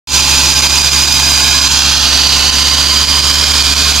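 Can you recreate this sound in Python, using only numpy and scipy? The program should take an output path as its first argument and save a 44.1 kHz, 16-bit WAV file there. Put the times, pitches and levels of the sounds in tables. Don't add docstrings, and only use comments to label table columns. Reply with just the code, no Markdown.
import sys
import numpy as np
from scipy import signal
from scipy.io import wavfile
from scipy.ndimage import map_coordinates

SR = 44100
rng = np.random.default_rng(int(sys.argv[2]) if len(sys.argv) > 2 else 0)


def bounce(signal):
    frames = np.transpose(np.atleast_2d(signal))
    limited = np.clip(frames, -1, 1)
    pcm = np.round(limited * 32767).astype(np.int16)
    wavfile.write(sys.argv[1], SR, pcm)


N = 176400
TIME = np.arange(N) / SR

# t/s, firing rate/Hz
FIRING_RATE = [(0, 67.7), (.5, 67.3), (1, 67.8), (2, 67.5), (3, 70.15), (4, 71.3)]
# t/s, level/dB
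CLATTER_LEVEL = [(0, -6), (1, -7.5), (2, -6.5), (3, -6), (4, -5.5)]
# f/Hz, relative level/dB
CLATTER_COLOUR = [(15, -49), (40, -45), (120, -48.5), (220, -43), (330, -45), (430, -46), (600, -45),
                  (1200, -43.5), (1900, -44.5), (2700, -41), (3600, -37), (4700, -36.5), (5500, -38),
                  (7000, -43.5), (7700, -45), (9000, -47), (10200, -54), (11000, -51), (12000, -55.5),
                  (14000, -51), (15600, -66)]
# t/s, nearness (0 far, 1 close)
NEARNESS = [(0, 0.024), (1.5, 0.062), (2, 0.54), (2.5, 0.82), (4, 1)]
# f/Hz, width/Hz, lift far off/dB, lift close up/dB
HOUSING_MODES = [(340, 70, 4, -4.5), (860, 64, 6, -2.5), (1020, 106, 6.5, 6.5), (1530, 230, 4.5, 3.5),
                 (2460, 112, 5, 8), (3037, 87, 4, 5), (3207, 49, 8, 9.5), (3500, 17, 9, -1),
                 (3925, 115, 9, -1), (4160, 106, 9, 3), (4650, 110, -9, -0.5), (4570, 80, 5, 6),
                 (4810, 29, 2.5, 6.5), (5024, 41, 6, 4), (5400, 130, -2, 2.5), (5540, 60, -2, -1),
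                 (6074, 175, 12, 6), (6785, 180, 9.5, 7), (7400, 120, 7.5, -0.5), (7780, 200, -8, -1)]
# t/s, first delay/ms, its gain, second delay/ms, its gain
PANEL_ECHOES = [(0.0, 0.88, 0.2, 1.3, 0), (1.5, 0.86, 0.09, 1.28, 0.23), (1.9, 0.79, 0.11, 1.134, 0.14),
                (2.25, 0.87, 0.07, 1.05, 0.2), (2.55, 0.6, 0.11, 1.064, 0.12),
                (3.0, 0.64, 0.06, 1.04, 0.07), (3.5, 0.593, 0, 0.86, 0.03), (4.0, 0.4, 0.05, 0.79, 0.18)]
# t/s, lower f/Hz, lift/dB, upper f/Hz, lift/dB, notch f/Hz, depth/dB
RECESS_MODES = [(1.6, 2700, 6.5, 4400, -1.5, 4920, -11.5), (2.2, 2950, 4, 4520, 6.5, 5000, -2.5),
                (2.8, 3000, 4, 4680, 6.5, 5550, 3), (3.4, 3169, 2, 5020, 9, 5800, 4),
                (4, 3500, 1.5, 4900, 4, 6300, 0)]
# t/s, level/dB
TREBLE_LEVEL = [(0, 3), (1.4, 3), (1.9, -0.5), (2.8, -1), (3.4, -.5), (4, 0)]
# f/Hz, coherence (0-1)
MIC_COHERENCE = [(60, 0.94), (1400, 0.99), (3100, 1), (6800, 0.77), (10000, 0.75), (15000, 0.55)]
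# f/Hz, left minus right/dB
MIC_BALANCE = [(60, 3.5), (700, -3), (1290, -1), (2380, -2.5), (3400, -5.5), (4600, -7.5), (6200, -3.5),
               (8200, -1.5), (11000, -2.5), (15000, -8)]
# f/Hz, left lead/rad
MIC_PHASE = [(60, 0.58), (1900, -0.21), (2500, -0.82), (6800, -0.41), (8400, -1.04), (10200, -1.3),
             (13000, -2.1)]
# multiple of the firing rate, base level/dB
EXHAUST_ORDERS = [(.5, -40), (1, -16.5), (1.25, -47), (1.75, -37.5), (2, -26), (3, -44), (3.75, -43),
                  (5, -38.5), (6, -54), (8, -39)]
# t/s, firing tone/dB, other orders/dB
EXHAUST_TRIM = [(0, 0.7, 2.5), (1, -0.3, 2), (2, -.3, -1), (3.4, 0.8, -1.5), (4, 2, -2)]
# multiple of the firing rate, base level/dB
FAN_ORDERS = [(1.115, -38), (2.79, -37), (3.9, -29.5)]
# t/s, depth/dB, recovery/s
LEVEL_DIPS = [(.529, 4.5, 0.011), (.543, 8, 0.015), (0.609, 6, .014), (.676, 6.5, 0.024), (.742, 2, 0.017),
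              (0.824, 8, 0.014), (0.897, 5, 0.032), (1.06, 3.5, 0.017), (1.087, 3.5, 0.033),
              (1.595, 4.5, 0.026), (1.682, 5.5, 0.03), (1.984, 3.5, 0.035), (2.1, 3.5, 0.018),
              (2.504, 6.5, 0.027), (2.633, 4.5, 0.015), (2.691, 2.5, 0.018), (2.755, 4.5, 0.02),
              (3.053, 5.5, .028), (3.211, 5, 0.021), (3.523, 4.5, .016), (3.627, 6.5, 0.012),
              (3.741, 7, 0.022), (3.926, 3.5, 0.03)]


def clatter(firings, knock_share=0.13, decay_firings=0.37, scatter_db=4, repeat_share=0.3):
    grain = rng.standard_normal(2560)
    cycle_phase = firings / 4 % 1
    repeated = unit_rms(map_coordinates(grain, [cycle_phase * len(grain)], order=3, mode="grid-wrap"))
    strength = amp(scatter_db * rng.standard_normal(1024))[firings.astype(int)]
    knocks = unit_rms(strength * np.exp(-(firings % 1) / decay_firings))
    fresh, diffuse = rng.standard_normal((2, N))
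    direct = np.sqrt(repeat_share) * repeated + np.sqrt(1 - repeat_share) * fresh
    flutter = amp(0.32 * wander(TIME, step=0.015))
    envelope = np.sqrt(1 - knock_share + knock_share * knocks ** 2) * flutter
    return envelope * np.array([direct, diffuse])


def housing(noise):
    hz, t, (direct, diffuse) = signal.stft(noise, SR, nperseg=2048, noverlap=1536)
    f, near = hz[:, None], at_time(NEARNESS, t)[0]
    modes_db = sum((far_db + (close_db - far_db) * near) * resonance(f, centre, width)
                   for centre, width, far_db, close_db in HOUSING_MODES)
    colour_db = at_freq(CLATTER_COLOUR, f) + recess(f, t) + modes_db + ripple(hz, t, near)
    pair = panel_echoes(f, t) * amp(colour_db) * microphone_pair(direct, diffuse, f)
    return unit_rms(signal.istft(pair, nperseg=2048, noverlap=1536)[1][:, :N])


def panel_echoes(f, t):
    first_ms, first_gain, second_ms, second_gain = at_time(PANEL_ECHOES, t)
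    delayed = lambda ms: np.exp(-2j * np.pi * f * ms / 1000)
    return abs(1 + first_gain * delayed(first_ms) + second_gain * delayed(second_ms))


def recess(f, t, width_hz=350, shelf_hz=6340):
    low, low_db, high, high_db, notch, depth_db = at_time(RECESS_MODES, t)
    modes = [(low, low_db), (high, high_db), (notch, -depth_db)]
    glides = sum(db * resonance(f, centre, width_hz) for centre, db in modes)
    shelf = (1 + np.tanh((f - shelf_hz) / 600)) / 2
    return glides + at_time(TREBLE_LEVEL, t)[0] * shelf


def ripple(hz, t, near, depth_db=3.3, step_hz=25):
    position = 0.86 * t + 2.48 * near
    grid = np.meshgrid(hz / step_hz, position, indexing="ij")
    pattern = unit_rms(map_coordinates(rng.uniform(-1, 1, (2048, 32)), grid, order=3, mode="wrap"))
    bass_taper = hz / np.hypot(hz, 400)
    return depth_db * pattern * bass_taper[:, None]


def microphone_pair(direct, diffuse, f):
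    coherence = at_freq(MIC_COHERENCE, f)
    tilt = amp(at_freq(MIC_BALANCE, f) / 2)
    lead = np.exp(1j * at_freq(MIC_PHASE, f))
    left = (coherence * direct + np.sqrt(1 - coherence ** 2) * diffuse) * lead
    return np.array([left * tilt, direct / tilt]) / np.hypot(tilt, 1 / tilt)


def exhaust_and_fan(firings):
    firing_db, others_db = at_time(EXHAUST_TRIM, TIME)
    tone = lambda order, db: amp(db) * np.sin(2 * np.pi * (order * firings + rng.random()))
    waver_db = lambda: wander(firings, step=4)
    exhaust = sum(tone(order, db + (firing_db if order == 1 else others_db + waver_db()))
                  for order, db in EXHAUST_ORDERS)
    fan = sum(tone(order, db + waver_db()) for order, db in FAN_ORDERS)
    return (exhaust + fan) * amp([[-1.15], [1.15]])


def amp(db):
    return 10 ** (np.asarray(db) / 20)


def unit_rms(x):
    return x / np.sqrt(np.mean(x ** 2) + 1e-20)


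def at_time(rows, t):
    times, *columns = np.transpose(rows)
    return [np.interp(t, times, column) for column in columns]


def at_freq(rows, hz):
    f, value = np.transpose(rows)
    return np.interp(np.log(hz + 1), np.log(f + 1), value)


def wander(x, step):
    return unit_rms(map_coordinates(rng.standard_normal(4096), [x / step], order=3, mode="wrap"))


def resonance(f, centre, width):
    return 1 / (1 + (2 * (f - centre) / width) ** 2)


def scene():
    firings = np.cumsum(at_time(FIRING_RATE, TIME)[0]) / SR
    drone = exhaust_and_fan(firings)
    clatter_gain = amp(at_time(CLATTER_LEVEL, TIME)[0])
    return clatter_gain * housing(clatter(firings)) + drone


def record(dry, open_s=0.073, fade_s=0.078, limit=1.42, release_s=0.036, knee=6.6, edge_hz=15650):
    fade_in = (TIME >= open_s) * amp(-21 * np.clip(1 - (TIME - open_s) / fade_s, 0, 1))
    dips_db = sum(depth * (TIME >= start) * np.exp(-((TIME - start) / recovery) ** 2)
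                  for start, depth, recovery in LEVEL_DIPS)
    x = dry * amp(-dips_db) * fade_in
    over_db = 20 * np.log10(np.maximum(abs(x).max(0) / limit, 1))
    release = np.exp(-TIME / release_s)
    held_db = np.maximum.accumulate(over_db / release) * release
    limited = x / amp(signal.lfilter(np.hanning(41) / 20, 1, held_db))
    clipped = limited / (1 + abs(limited) ** knee) ** (1 / knee)
    lowpass = signal.firwin(511, edge_hz, window=("kaiser", 9), fs=SR)
    return signal.oaconvolve(clipped, lowpass[None], "same")


dry = scene()
out = record(dry)
bounce(out)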